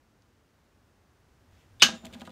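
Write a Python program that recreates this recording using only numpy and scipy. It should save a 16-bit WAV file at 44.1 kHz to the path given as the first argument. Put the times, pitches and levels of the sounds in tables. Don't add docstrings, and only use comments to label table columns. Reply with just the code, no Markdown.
import sys
import numpy as np
from scipy import signal
from scipy.fft import rfft, irfft
from scipy.io import wavfile
from scipy.ndimage import uniform_filter1d

SR = 44100
rng = np.random.default_rng(int(sys.argv[2]) if len(sys.argv) > 2 else 0)


def dump_mix(stems):
    frames = np.atleast_2d(stems).T
    limited = np.clip(frames, -1, 1)
    pcm = np.round(limited * 32767).astype(np.int16)
    wavfile.write(sys.argv[1], SR, pcm)


N = 101915
T = np.arange(N) / SR

# frequency in Hz, relative strength in dB per Hz.
HUSH_SPECTRUM = [(15, -59), (25, -27), (45, -3), (85, 1), (165, -8), (235, -5.5), (300, -8.5), (620, -14),
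                 (1000, -16), (1600, -18), (2300, -23), (4000, -27.5), (6200, -29), (8000, -33),
                 (11000, -36.5), (15600, -38)]
# time in seconds, level in dB.
HUSH_LEVEL = [(0, -65.5), (1.1, -64.5), (1.5, -63), (1.8, -61.5), (2.0, -59), (2.1, -55), (2.31, -58)]
# time in seconds, level in dB.
RUMBLE_LEVEL = [(1.1, -79), (1.146, -96), (1.186, -71.5), (1.422, -64), (1.46, -73), (1.53, -56.5),
                (1.628, -83), (1.76, -55.5), (1.938, -57.5), (1.972, -78), (2.07, -58), (2.31, -75)]
# frequency in Hz, relative strength in dB per Hz.
RUSTLE_SPECTRUM = [(1180, -28), (2000, 1.5), (3580, 1), (4040, -5), (6810, -6), (8360, -13), (15500, -17)]
# time in seconds, level in dB.
RUSTLE_LEVEL = [(1.49, -90), (1.53, -74), (1.57, -73), (1.61, -70.5), (1.64, -75), (1.67, -82), (1.8, -87),
                (1.82, -120)]
# start in seconds, relative level in dB, time for the burst to die by 60 dB
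# in seconds, level of the sharp edge in dB relative to the tick.
RIM_TICKS = [(1.7979, -38, 0.016, -17), (1.8002, -38, 0.017, -17), (2.049, -38, .03, -11),
             (2.054, -33.5, 0.019, 8), (2.0665, -37, .025, 3), (2.077, -54, 0.014, -6),
             (2.127, -42.5, 0.019, 0), (2.134, -38.5, 0.046, -5), (2.137, -41.5, 0.028, -8),
             (2.144, -44, .02, -8), (2.1464, -43.5, .025, -4.5), (2.1973, -47.5, 0.028, 9),
             (2.203, -46, 0.015, -4), (2.2081, -37, 0.022, -6), (2.213, -48, .02, -8),
             (2.2165, -38, 0.024, -5), (2.2515, -46, 0.017, 2), (2.254, -48.5, .03, 0),
             (2.258, -48, 0.028, -5), (2.267, -43, 0.028, -2), (2.2738, -42.5, 0.023, -3),
             (2.2943, -43, 0.016, -4), (2.304, -45, 0.019, -11)]
# frequency in Hz, relative strength in dB per Hz.
RIM_SPECTRUM = [(880, -40), (1500, -4.5), (3520, 3.5), (4880, -8), (5400, -13), (6570, -11.5), (7270, -9),
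                (11500, -24.5), (13800, -19.5)]
# time in seconds, level in dB.
ROLL_LEVEL = [(1.95, -54), (2.03, -70), (2.06, -61.5), (2.1, -74.5), (2.14, -64), (2.18, -69.5),
              (2.26, -69.5), (2.31, -79)]
# frequency in Hz, width of the resonance in Hz, full level in dB.
LEAD_IN_BANDS = [(2700, 830, -43.5), (3594, 350, -31), (5000, 200, -48.5), (8170, 120, -51)]
# start in seconds, relative level in dB,
# hardness of the contact as a low-pass in Hz.
THUDS = [(1.822, -14, 1815), (1.829, -18.5, 500), (1.886, -24, 1310), (1.919, -32, 600), (1.934, -35, 400),
         (2.038, -39.5, 907), (2.049, -35.5, 880), (2.058, -40, 399), (2.066, -39, 500), (2.100, -46, 700),
         (2.15, -38, 2200), (2.2165, -33, 2200), (2.234, -38.5, 500), (2.274, -32.5, 2650),
         (2.293, -39, 800)]
# time in seconds, level of the rough push in dB
GRIND_LEVEL = [(1.821, -53.5), (1.845, -53), (1.87, -69), (1.9, -66.5), (1.94, -68), (1.97, -74.5),
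               (2.0, -90.5), (2.03, -73.5), (2.06, -72), (2.09, -80), (2.13, -73), (2.18, -75.5),
               (2.23, -73.5), (2.255, -81.5), (2.31, -75)]
# frequency in Hz, relative level in dB,
# time to die by 60 dB in seconds.
TABLE_MODES = [(174.7, -5.5, 0.065), (234.5, 1, 0.093), (259.5, -7, 0.094), (315, -8, .05),
               (398, -11.5, .04), (520.8, -8.5, 0.11), (652, -4.5, 0.079), (797, -5, .07),
               (908, -11.5, .05), (981, -7, 0.078), (1235, -6.5, 0.073), (1450, -7.5, 0.056),
               (1634, -8.5, .05), (1816, -14.5, .04)]
# start in seconds, relative level in dB.
CONTACTS = [(1.8212, -4), (1.8225, -8.5), (1.8243, -6.5), (1.8268, -11), (1.8295, -13), (1.833, -14.5),
            (1.839, -22), (1.8475, -24.5)]
# frequency in Hz, relative strength in dB per Hz.
SMACK_SPECTRUM = [(650, -45.5), (1100, -11), (1650, -4), (1860, -10), (2760, -1.5), (3190, 0), (4440, -5),
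                  (6310, -7), (13000, -39)]
# frequency in Hz, time to die by 60 dB in seconds.
SMACK_T60 = [(300, 0.17), (800, 0.14), (1600, 0.12), (3000, 0.089), (6000, .1), (9000, .1), (14000, .1)]
# frequency in Hz, relative level in dB,
# time to die by 60 dB in seconds.
SURFACE_MODES = [(1630, -7, 0.2), (2710, -4, 0.2), (2963, 12, 0.1), (3240, -21, 0.17), (3240, -12.5, 0.11),
                 (3677, -4.5, 0.27), (4330, 7, 0.11), (4600, 3, 0.039), (4610, -15, 0.072),
                 (5170, -19, 0.044), (5630, -22, 0.13), (5720, -5, 0.093), (6089, -6, 0.12),
                 (6406, -1, 0.15)]
# level at the landing in dB, time to die by 60 dB in seconds.
COIN_RINGS = [(-52, 0.73), (-31.5, .12)]
COIN_HZ = 7098, 14160


def from_db(db):
    return 10 ** (np.asarray(db) / 20)


def rms_one(x):
    return x / np.sqrt(np.mean(x ** 2) + 1e-20)


def at_hz(points, hz):
    table_hz, values = np.transpose(points)
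    return np.interp(np.log(hz), np.log(table_hz), values)


def level(rows):
    s, db = np.transpose(rows)
    return from_db(np.interp(T, s, db, left=-120))


def dying(s, t60):
    return (T >= s) * from_db(-60 * np.maximum(T - s, 0) / t60)


def clicks(s, db):
    out = np.zeros(N)
    out[(np.asarray(s) * SR).astype(int)] = from_db(db)
    return out


def filtered(sound, order, hz, kind="low"):
    return signal.sosfilt(signal.butter(order, hz, kind, fs=SR, output="sos"), sound)


def white_noise():
    return rng.standard_normal(N)


def coloured(spectrum):
    hz = np.maximum(np.fft.rfftfreq(N, 1 / SR), 1)
    low_edge = np.minimum(hz / spectrum[0][0], 1) ** 2
    high_edge = np.minimum(spectrum[-1][0] / hz, 1) ** 8
    gain = from_db(at_hz(spectrum, hz)) * low_edge * high_edge
    return rms_one(irfft(rfft(white_noise()) * gain, N))


def ring(push, hz, t60):
    r = from_db(-60 / (t60 * SR))
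    w = 2 * np.pi * hz / SR
    return signal.lfilter([0, np.sin(w)], [1, -2 * r * np.cos(w), r * r], push + 1e-18)


def narrow(hz, width_hz):
    t60 = np.log(1000) / np.pi / width_hz
    once = ring(white_noise(), hz, t60)
    return rms_one(ring(once, hz, t60))


def hush():
    return level(HUSH_LEVEL) * coloured(HUSH_SPECTRUM)


def faint_tick():
    s, hz, db, t60 = .221, 5400, -63, .022
    return from_db(db) * narrow(hz, width_hz=3500) * dying(s, t60)


def rumble():
    return level(RUMBLE_LEVEL) * narrow(hz=95.4, width_hz=33)


def rustle():
    return level(RUSTLE_LEVEL) * coloured(RUSTLE_SPECTRUM)


def rim():
    s, db, _, _ = np.transpose(RIM_TICKS)
    edge_t60_s, ring_hz, ring_t60_s, ring_db = 0.0087, 3400, 0.0063, -9.5
    bright = filtered(white_noise(), 1, [3500, 10000], "band")
    edges = bright * sum(from_db(tick_db + edge_db - 8.5) * dying(start, edge_t60_s)
                         for start, tick_db, _, edge_db in RIM_TICKS)
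    knocks = from_db(ring_db) * ring(clicks(s, db), ring_hz, ring_t60_s)
    bursts = sum(from_db(tick_db - 8.5) * dying(start, t60) for start, tick_db, t60, _ in RIM_TICKS)
    grit = coloured(RIM_SPECTRUM) * (bursts + level(ROLL_LEVEL))
    return edges + knocks + grit


def lead_in():
    start_s, full_s, end_s = 1.803, 1.815, 1.821
    swell = np.interp(T, [start_s, full_s, end_s], [0, 1, 1], right=0)
    return swell * sum(from_db(db) * narrow(hz, width) for hz, width, db in LEAD_IN_BANDS)


def table():
    pushes = [filtered(clicks([s], db - 7.5) + 1e-18, 2, hz) for s, db, hz in THUDS]
    pushes.append(level(GRIND_LEVEL) * filtered(white_noise(), 2, 600))
    spread = from_db(rng.normal(0, 2, (len(pushes), len(TABLE_MODES))))
    out = np.zeros(N)
    for k, (hz, db, t60) in enumerate(TABLE_MODES):
        mode_push = from_db(db) * spread[:, k] @ pushes
        out += (-1) ** k * ring(mode_push, hz, t60)
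    return filtered(out, 4, 140, "high")


def smack_tail(noise):
    start = CONTACTS[0][0]
    age = np.maximum(T - start, 0)
    slow_db, slow_times, grain_db = -11, 2.73, 1.5
    tail_db, rise_s, fade_after_s, fade_db_per_s = -10.5, 0.00064, 0.14, 200
    edges_hz = 250 * 2 ** np.arange(0, 6.1, .5)
    tail = np.zeros(N)
    for k, (low, high) in enumerate(zip(edges_hz, edges_hz[1:])):
        band = filtered(noise[k % 2], 2, [low, high], "band")
        t60 = at_hz(SMACK_T60, np.sqrt(low * high))
        tail += band * (dying(start, t60) + from_db(slow_db) * dying(start, slow_times * t60))
    grain = rms_one(uniform_filter1d(white_noise(), size=90))
    tail = tail * from_db(grain_db * grain)
    extra_fall_db = fade_db_per_s * np.maximum(age - fade_after_s, 0)
    return tail * (1 - np.exp(-age / rise_s)) * from_db(tail_db - extra_fall_db)


def landing():
    s, db = np.transpose(CONTACTS)
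    noise = [coloured(SMACK_SPECTRUM), coloured(SMACK_SPECTRUM)]
    tail = smack_tail(noise)
    cracks = noise[0] * sum(from_db(d - 7.5) * dying(t, 0.0085) for t, d in CONTACTS)
    surface = np.zeros(N)
    for hz, mode_db, t60 in SURFACE_MODES:
        hit_db = db - 20.5 + mode_db + rng.normal(0, 1.5, len(s))
        surface += ring(clicks(s, hit_db), hz, t60)
    return filtered(tail + cracks + surface, 8, [300, 13800], "band")


def coin():
    hit_s = CONTACTS[3][0]
    rings = sum(ring(clicks([hit_s], db), hz, t60) for hz, (db, t60) in zip(COIN_HZ, COIN_RINGS))
    later_ticks = [row for row in RIM_TICKS if row[0] > CONTACTS[0][0]]
    s, db, _, _ = np.transpose(later_ticks)
    ping_db, damped_t60_s = -30, 0.094
    pings = ring(clicks(s, db + ping_db), COIN_HZ[0], damped_t60_s)
    return rings + pings


def scene():
    background = hush() + faint_tick() + rumble() + rustle()
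    return (background + rim() + lead_in() + table() + landing() + coin())[None]


def record(dry):
    cutoff_hz, ripple_db, stop_db = 15650, .5, 60
    return signal.sosfilt(signal.ellip(10, ripple_db, stop_db, cutoff_hz, fs=SR, output="sos"), dry)


dry = scene()
out = record(dry)
dump_mix(out)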